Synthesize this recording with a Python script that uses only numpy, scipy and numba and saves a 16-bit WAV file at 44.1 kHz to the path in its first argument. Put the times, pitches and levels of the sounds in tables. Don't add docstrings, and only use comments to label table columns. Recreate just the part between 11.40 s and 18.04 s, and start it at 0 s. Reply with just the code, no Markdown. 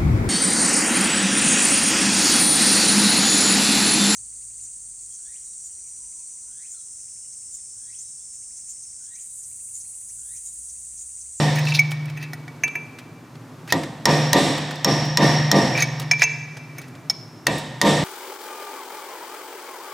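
import sys
import numpy as np
from scipy import signal
from scipy.fft import rfft, irfft, next_fast_len
from scipy.io import wavfile
from scipy.ndimage import uniform_filter1d, minimum_filter1d, map_coordinates
from numba import njit

SR = 44100
rng = np.random.default_rng(int(sys.argv[2]) if len(sys.argv) > 2 else 0)


def file_out(sig):
    cols = np.atleast_2d(sig).T
    lim = np.clip(cols, -1, 1)
    pcm = np.round(lim * 32767).astype(np.int16)
    wavfile.write(sys.argv[1], SR, pcm)


def amplitude_ratio(level_db):
    exponent = np.asarray(level_db, float) / 20
    return 10 ** exponent


N = 292824
LEAD, TAIL = SR // 4, 3 * SR // 2

# pitch_hz, density_db_per_hz
SHOP_SPECTRUM = [(15, -54), (25, -22), (87, -22.5), (108, 0.5), (159, 3.5), (202, -15.5), (245, -2),
                 (496, -15.5), (553, -15), (1150, -17), (3150, -30.5), (6380, -33), (9080, -38),
                 (15200, -43), (16500, -58)]
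# pitch_hz, likeness_0_to_1
LIKENESS = [(60, 1), (300, .98), (1000, 0.9), (5000, 0.84), (12000, 0.88)]
# pitch_hz, t60_s
HALL_DECAY = [(100, 1.5), (400, 1.19), (1500, 1.87), (5000, 1.63), (10000, 0.79), (16000, 0.82)]
# pitch_hz, build_up_s
HALL_BUILD_UP = [(100, 0.01), (400, 0.012), (900, 0.0015), (2000, 0.0013), (8000, 0.048)]
# start_s, peak_db, low_part_db, length_s
TICKS = [(0.252, -23, -10, .03), (3.357, -25, -4, 0.022), (3.652, -26, -8, .04), (0.508, -23, -31, 0.1),
         (0.5174, -21, -1, 0.021), (0.657, -21, -25, 0.017), (0.699, -30.5, -8, 0.04),
         (0.996, -71, -7, 0.12), (1.279, -40.5, 11.5, 0.035), (1.5865, -36, -0.5, 0.071),
         (1.955, -48, 7, 0.024), (2.276, -32.5, -5.5, 0.1), (2.434, -33.5, 5.5, 0.051),
         (3.179, -32, 8, 0.043), (3.309, -38.5, 11.5, 0.049), (4.598, -13.5, -18, 0.043),
         (4.617, -42, 9.5, 0.086), (5.169, -45, 10.5, 0.06), (5.415, -30, -15, 0.058),
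         (5.482, -32, -18, 0.034), (5.552, -39, -4, 0.042), (6.181, -18, -24, 0.065)]
# bite_s, build_up_s, level_db, squeal_over_level_db
SCRAPES = [(.188, 0.035, -32, 17), (.27, 0.068, -34, -3), (.31, 0.049, -30.5, 1), (.35, 0.013, -17, -20),
           (.385, .03, -53, -1), (.686, 0.022, -56, 24), (0.773, .012, -58, 34), (0.834, 0.035, -41, 16.5),
           (2.303, 0.0024, -31, 9), (2.291, 0.003, -39, 14), (4.382, .032, -31, 20.5),
           (4.404, 0.03, -29, 13), (4.426, 0.038, -28, 3), (4.815, 0.031, -28.5, 10),
           (5.389, 0.039, -52, 19), (5.44, 0.046, -55, 20.5)]
# pitch_hz, width_hz, level_db
EDGE = [(3907, 1030, 15.5), (5420, 980, 14), (5970, 540, 12.5), (7840, 2000, -12), (9130, 360, 4)]
# pitch_hz, width_hz, level_db
SQUEAL = [(1900, 200, 1), (2503, 118, 2), (2575, 88, 4.5)]
# start_s, strength_db, then over it part_group_2_db, bend_1_db, bend_2_db
CAP_TAPS = [
    (0.1564, -35.5, 4, -7, -3.5),
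    (0.1884, -37, -1, -12, -2.5),
    (0.3925, -13, -36, -6, -16),
    (0.9334, -43, 18, 7, -9),
    (1.0799, -43.5, 12, -5, -42),
    (4.4228, -20, 1.5, -4, -5),
    (5.3834, -40, 4, 3, -5),
    (5.6989, -31.5, 4, 23.5, -3),
]
DISC_TAPS = [
    (0.7732, -53.5, -14, -21, 1),
    (0.827, -52.5, 14, -9, 4),
    (1.2364, -29.5, 3.5, -0.5, -1.5),
    (1.3548, -35.5, 1, -6, -12),
    (4.7129, -26, -27, 17.5, 1),
    (4.8205, -17, -7, 5, -5),
    (4.8375, -28, 3.5, 14, 8),
    (6.0671, -44.5, 16, -7, -4),
]
GRAZES = [(0.2714, -38.5, 24.5, 5, 1), (0.2843, -33, 6, 24.5, -1), (0.3212, -27.5, 14.5, -5, -11),
          (0.3474, -29, 14, -1.5, -6), (0.3574, -31, 9, 5, -15), (0.3734, -33, 0.3, 0.3, -12),
          (0.3884, -26, -24, -19, -21), (0.8144, -60, 16, -9, -7), (4.352, -22.5, -6, -6, -13),
          (4.3765, -20, -24, -14, 6), (4.4049, -22.5, -19, -11, 12), (4.7344, -18.5, -12, -12, -23),
          (4.7955, -27, -31, -3, 8), (4.8284, -7, -30, 10.5, 1)]
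# pitch_hz, level_db, t60_s
CAP = [
    [(2267, 4.5, 0.077), (2255, -25, 0.85)],
    [(1940, -8.5, 0.058), (1843, -4.5, 0.027), (1435, -9, 0.034), (734, -10, 0.043)],
]
# pitch_hz, level_db, t60_s
DISC = [
    [(2335, 10, 0.058), (2340, -18, 1.32), (2350, -15, 0.92), (2210, -24, 0.78), (2340, 8, 0.19),
     (1971, 18.5, 0.017), (1740, 8.5, 0.034), (959, -9, 0.15), (704, -3, 0.06), (449, -19.5, 0.33)],
    [(2656, 3, 0.17), (2550, -22.5, 1)],
]
# pitch_hz, level_db, t60_s
CHISEL = [
    [(5310, -1.5, 0.035), (4617, -13, 0.009), (5516, -5.5, 0.026), (5470, -46, 0.66)],
    [(6280, 7.5, 0.053), (6580, -3, 0.077), (7400, -2, 0.025)],
    [(9570, 2.2, 0.061), (12110, 1.3, 0.041), (14960, 3.9, 0.034)],
]
# pitch_hz, density_db_per_hz
CRACK = [(100, -18), (300, -12), (1000, 2), (2000, -7), (4000, 5.5), (7000, 4), (10000, -10), (14000, -4.5),
         (17000, -68)]
# start_s, strength_db, thump_db, hammer_ring_db, frame_hum_db
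BLOWS = [
    (-.06, 3.5, -6, -1.5, -18),
    (2.3239, -8.5, 4, -28, -25.5),
    (2.6554, 6.5, -5, 6, -24.5),
    (2.9311, 8.5, -2, -7, -27),
    (3.446, 5, 0, 12, -22),
    (3.7726, 10, -2.5, 8.5, -24),
    (4.1152, 8, -2, 8.5, -21.5),
    (6.0686, -7, 1, -36, -22.5),
    (6.4148, 9.5, -2.5, -11, -25),
]
# pitch_hz, level_db, t60_s
CONTACT = [(5500, -7, 0.034), (1861, 0.5, 0.035), (3646, -11.5, 0.038), (982, -14, 0.15),
           (9560, -14, 0.029), (11380, -37.5, 0.18)]
# pitch_hz, level_db, t60_s
HUB_RING = [(444, -1, 0.4), (510, -2.5, 0.3), (571, 4, 0.3), (678, -1, 0.45), (799, -3, .3), (926, 5, 0.3),
            (1050, -3, 0.32), (1183, 1, 0.3), (1830, -10, 0.6), (1950, 4, 0.14), (3690, -8, 0.3),
            (1856, -7, .5), (5570, -19, 0.6), (5520, -18, .8)]
# pitch_hz, width_hz, level_db
HUB = [(5530, 76, 16), (1841, 45, 14.5), (1750, 21, 2), (929, 17, 10.5), (1185, 36, 7), (525, 8.6, 9.5),
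       (300.6, 81, 17), (720, 21, 9.5), (3620, 300, 7), (7900, 890, 12.5), (9600, 80, 13.5), (11300, 77, 4)]
# pitch_hz, density_db_per_hz
BLOW_COLOUR = [(24, -74), (40, -19.5), (148, -1.5), (396, -16), (510, -9.5), (933, -13), (1360, -24),
               (1890, -18), (2900, -21.5), (5580, -26), (6660, -32.5), (14900, -44.5), (16500, -78)]
# delay_s, level_db
WALLS = [(.012, -16), (0.026, 4), (.040, -3.5), (.048, -2), (.063, -35), (0.071, 0), (0.084, -17),
         (.12, -7)]
# pitch_hz, level_db, t60_s
FRAME = [(150.3, 0, 3.92), (152.7, 0.5, 0.68), (128.6, -12.5, 5), (201.4, 9, 0.34)]

SHOP_DB, DRIFT_DB = -41, .8
SCATTER_DB = 2
GRIT_DB = 3
BUILD_DB, LET_GO_DB_PER_S = 16.5, 557
TICK_TOP_HZ, TAP_TOP_HZ = 9000, 7000
TOP_GROWS_DB_PER_DB = 0.47
TOUCH_S, GRAZE_S = .001, .004
SNAP_S = .012
HALL_DB, HALL_LAGS_DB_PER_DB = 20, 0.24
OFF_CENTRE_DB_PER_DB, BEND_FROM_HZ = 0.52, 3000


def along(points, hz):
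    f, v = np.transpose(points)
    return np.interp(np.log(hz + 1), np.log(f + 1), v)


def unit(x):
    return x / np.sqrt(np.mean(x ** 2) + 1e-20)


def filtered(x, response):
    n = x.shape[-1]
    m = next_fast_len(n + 8192)
    return irfft(rfft(x, m) * response(np.fft.rfftfreq(m, 1 / SR)), m)[..., :n]


def lowpass(f, corner_hz, order=1):
    return 1 / (1 + 1j * f / corner_hz) ** order


def resonances(peaks, f):
    total = 0
    for k, (hz, width_hz, db) in enumerate(peaks):
        total = total + (-1) ** k * amplitude_ratio(db) * 1j * f * width_hz / (hz * hz - f * f + 1j * f * width_hz)
    return total


def ringing(modes, t):
    out = np.zeros(len(t))
    for hz, db, t60_s in modes:
        u = t[t < 1.5 * t60_s]
        level_db = db + SCATTER_DB * rng.standard_normal() - 60 * u / t60_s
        out[:len(u)] += amplitude_ratio(level_db) * np.sin(2 * np.pi * hz * u)
    return out


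def add(out, start_s, x):
    part = out[..., round(start_s * SR) + LEAD:][..., :x.shape[-1]]
    part += x[..., :part.shape[-1]]


def diffuse(size):
    def mid_side(hz):
        turn = np.arccos(np.clip(along(LIKENESS, hz), -1, 1)) / 2
        return np.array([np.cos(turn), np.sin(turn)])

    mid, side = filtered(rng.standard_normal((2, size)), mid_side)
    return np.array([mid + side, mid - side])


def splinters(noise, size):
    burst = unit(filtered(noise, lambda f: amplitude_ratio(along(CRACK, f))))
    return np.pad(burst, [(0, 0)] * (burst.ndim - 1) + [(0, size - burst.shape[-1])])


def shop():
    drift = map_coordinates(rng.standard_normal(40), [np.arange(N + LEAD) * 4 / SR])
    hum = unit(filtered(diffuse(N + LEAD), lambda f: amplitude_ratio(along(SHOP_SPECTRUM, f))))
    return amplitude_ratio(SHOP_DB + DRIFT_DB * drift) * hum


def hall_tail():
    hz, t, z = signal.stft(diffuse(TAIL), SR, nperseg=256)
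    early = amplitude_ratio(-60 * t / 0.38)
    late = amplitude_ratio(-9 - 60 * t / along(HALL_DECAY, hz)[:, None])
    fill = 1 - np.exp(-(t / along(HALL_BUILD_UP, hz)[:, None]) ** 2)
    tail = signal.istft(z * fill * (early + late), SR, nperseg=256)[1][:, :TAIL]
    return tail / np.linalg.norm(tail[0])


def ticks():
    out, t = np.zeros(N + LEAD), np.arange(SR // 10) / SR
    for start_s, db, low_db, length_s in TICKS:
        def tone(f):
            low = amplitude_ratio(low_db + 15.5) * 1j * f / (500 + 1j * f)
            return (1j * f / 3000 + low) * lowpass(f, 3000) * lowpass(f, TICK_TOP_HZ, order=2)

        fade = amplitude_ratio(-60 * t / np.clip(length_s, .005, 1))
        puff = fade * rng.standard_normal(len(t)) * (1 - np.exp(-t / 0.0013))
        add(out, start_s - .001, amplitude_ratio(db - 4) * filtered(puff, tone))
    return out


def scrape():
    time = np.arange(N + LEAD) / SR - LEAD / SR
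    level = np.zeros((2, N + LEAD))
    for bite_s, build_s, db, squeal_db in SCRAPES:
        rise_db = BUILD_DB * (time - bite_s) / build_s
        swell_db = np.where(time < bite_s, rise_db, LET_GO_DB_PER_S * (bite_s - time))
        level += (time > bite_s - build_s) * amplitude_ratio(db - 11.0 + swell_db) * amplitude_ratio([[0], [squeal_db]])
    clicks = rng.standard_normal((2, len(time))) * amplitude_ratio(GRIT_DB * rng.exponential(size=len(time)))

    def tone(f):
        return np.array([1.7 * resonances(EDGE, f), 6 * resonances(SQUEAL, f)])

    return filtered(level * unit(clicks), tone).sum(axis=0)


def taps(table, groups, free, rise_s, top_db):
    out, t = np.zeros(N + LEAD), np.arange(SR) / SR
    for start_s, db, *over_db in table:
        highest_db = top_db + TOP_GROWS_DB_PER_DB * (db + over_db[-1])
        levels_db = [db] + [db + more for more in over_db] + [highest_db]
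        ring = np.zeros(len(t))
        for level_db, modes in zip(levels_db, groups):
            damped = [(hz, mode_db, t60_s * free) for hz, mode_db, t60_s in modes]
            ring += amplitude_ratio(level_db + 4.0) * ringing(damped, t)
        burst = splinters(rng.standard_normal(SR // 10), SR)
        crack = filtered(burst, lambda f: lowpass(f, TAP_TOP_HZ, order=2))
        crack = amplitude_ratio(max(levels_db) - 5 - 60 * t / 0.035) * crack
        add(out, start_s - .001, (ring + crack) * (1 - np.exp(-t / rise_s)))
    return out


def off_centre_db(hz, ring_db):
    return -OFF_CENTRE_DB_PER_DB * np.clip(ring_db, -9, 9) * (hz > BEND_FROM_HZ)


def contact_ring(ring_db, t):
    head_hz, head_db, head_t60_s = CONTACT[0]
    modes = [(head_hz, head_db + ring_db, head_t60_s)]
    modes += [(hz, db + off_centre_db(hz, ring_db), t60_s) for hz, db, t60_s in CONTACT[1:]]
    ring = ringing(modes, t)
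    return ring + amplitude_ratio(-21.5) * (1 - np.exp(-t / 0.0047)) * ringing(HUB_RING, t)


def blow_crack(t):
    burst = splinters(diffuse(SR // 10), TAIL)
    snap = 1.5 * amplitude_ratio(-60 * t / SNAP_S) * burst
    return snap + 0.7 * amplitude_ratio(-60 * t / 0.068) * filtered(burst, lambda f: lowpass(f, 5000, order=2))


def blow_hall(db, thump_db, ring_db):
    head_hz, head_width_hz, head_db = HUB[0]
    hub = [(head_hz, head_width_hz, head_db + ring_db)]
    for hz, width_hz, lift_db in HUB[1:]:
        lift_db = lift_db + off_centre_db(hz, ring_db) + SCATTER_DB * rng.standard_normal()
        hub.append((hz, width_hz, lift_db))

    def colour(f):
        weight = amplitude_ratio(thump_db / (1 + (f / 800) ** 2))
        bright = amplitude_ratio(0.17 * db / (1 + (7000 / (f + 1)) ** 2))
        peaks = 1 + sum(np.abs(resonances([peak], f)) for peak in hub)
        return weight * bright * amplitude_ratio(along(BLOW_COLOUR, f)) * peaks

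    hall = filtered(hall_tail(), colour)
    return hall * amplitude_ratio(HALL_DB - HALL_LAGS_DB_PER_DB * db) / np.linalg.norm(hall[0])


def wall_thumps(thump_db, t):
    push = t[:SR // 20] * 2 * np.pi * 310
    thump = np.sin(push) * push * np.exp(-push / 4.6)
    out = np.zeros(len(t))
    for delay_s, wall_db in WALLS:
        level_db = wall_db + thump_db - 19.0 + SCATTER_DB * rng.standard_normal()
        out[round(delay_s * SR):][:len(thump)] += amplitude_ratio(level_db) * thump
    return out


def frame_hum(frame_db, t):
    fade = np.cos(np.pi / 2 * t / t[-1])
    return amplitude_ratio(frame_db) * fade * (1 - np.exp(-t / 0.0074)) * ringing(FRAME, t)


def hammer():
    out, t = np.zeros((2, N + LEAD)), np.arange(TAIL) / SR
    for start_s, db, thump_db, ring_db, frame_db in BLOWS:
        direct = (contact_ring(ring_db, t) + blow_crack(t)) * amplitude_ratio([[-.4], [.4]])
        hall = blow_hall(db, thump_db, ring_db) * amplitude_ratio([[-.35], [.35]])
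        low = wall_thumps(thump_db, t) + frame_hum(frame_db, t)
        add(out, start_s, amplitude_ratio(db) * (direct + hall + low))
    return out


@njit
def held_peak(size, release):
    held, level = np.empty(len(size)), 0.0
    for i in range(len(size)):
        level = max(size[i], level * release)
        held[i] = level
    return held


def limiter(air, top_db, release_db_per_s):
    held = held_peak(np.abs(air).max(axis=0), amplitude_ratio(-release_db_per_s / SR))
    need = np.minimum(1, amplitude_ratio(top_db) / (held + 1e-9))
    return air * uniform_filter1d(minimum_filter1d(need, size=41), size=21)


def scene():
    chisel = scrape() + ticks()
    chisel += taps(CAP_TAPS, CAP + CHISEL, free=1, rise_s=TOUCH_S, top_db=-22)
    chisel += taps(DISC_TAPS, DISC + CHISEL, free=1, rise_s=TOUCH_S, top_db=-26.5)
    chisel += taps(GRAZES, DISC + CHISEL, free=0.18, rise_s=GRAZE_S, top_db=-25)
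    dull = filtered(chisel, lambda f: lowpass(f, 8000))
    echo = signal.fftconvolve(dull[None], hall_tail(), axes=1)[:, :N + LEAD]
    air = shop() + amplitude_ratio(-16) * echo + chisel * amplitude_ratio([[-.4], [.4]]) + hammer()
    air = limiter(air, top_db=8, release_db_per_s=256)
    return limiter(air, top_db=1, release_db_per_s=40)[:, LEAD:]


def roll_off(x):
    return signal.sosfilt(signal.butter(12, 16830, fs=SR, output="sos"), x)


def record(dry):
    def microphone(f):
        return (1j * f / (30 + 1j * f)) ** 2 / np.sqrt(1 + (f / 15800) ** 40)

    x = filtered(dry, microphone)
    x = x / (1 + np.abs(x / .76) ** 6) ** (1 / 6)
    return roll_off(x)


dry = scene()
out = record(dry)
file_out(out)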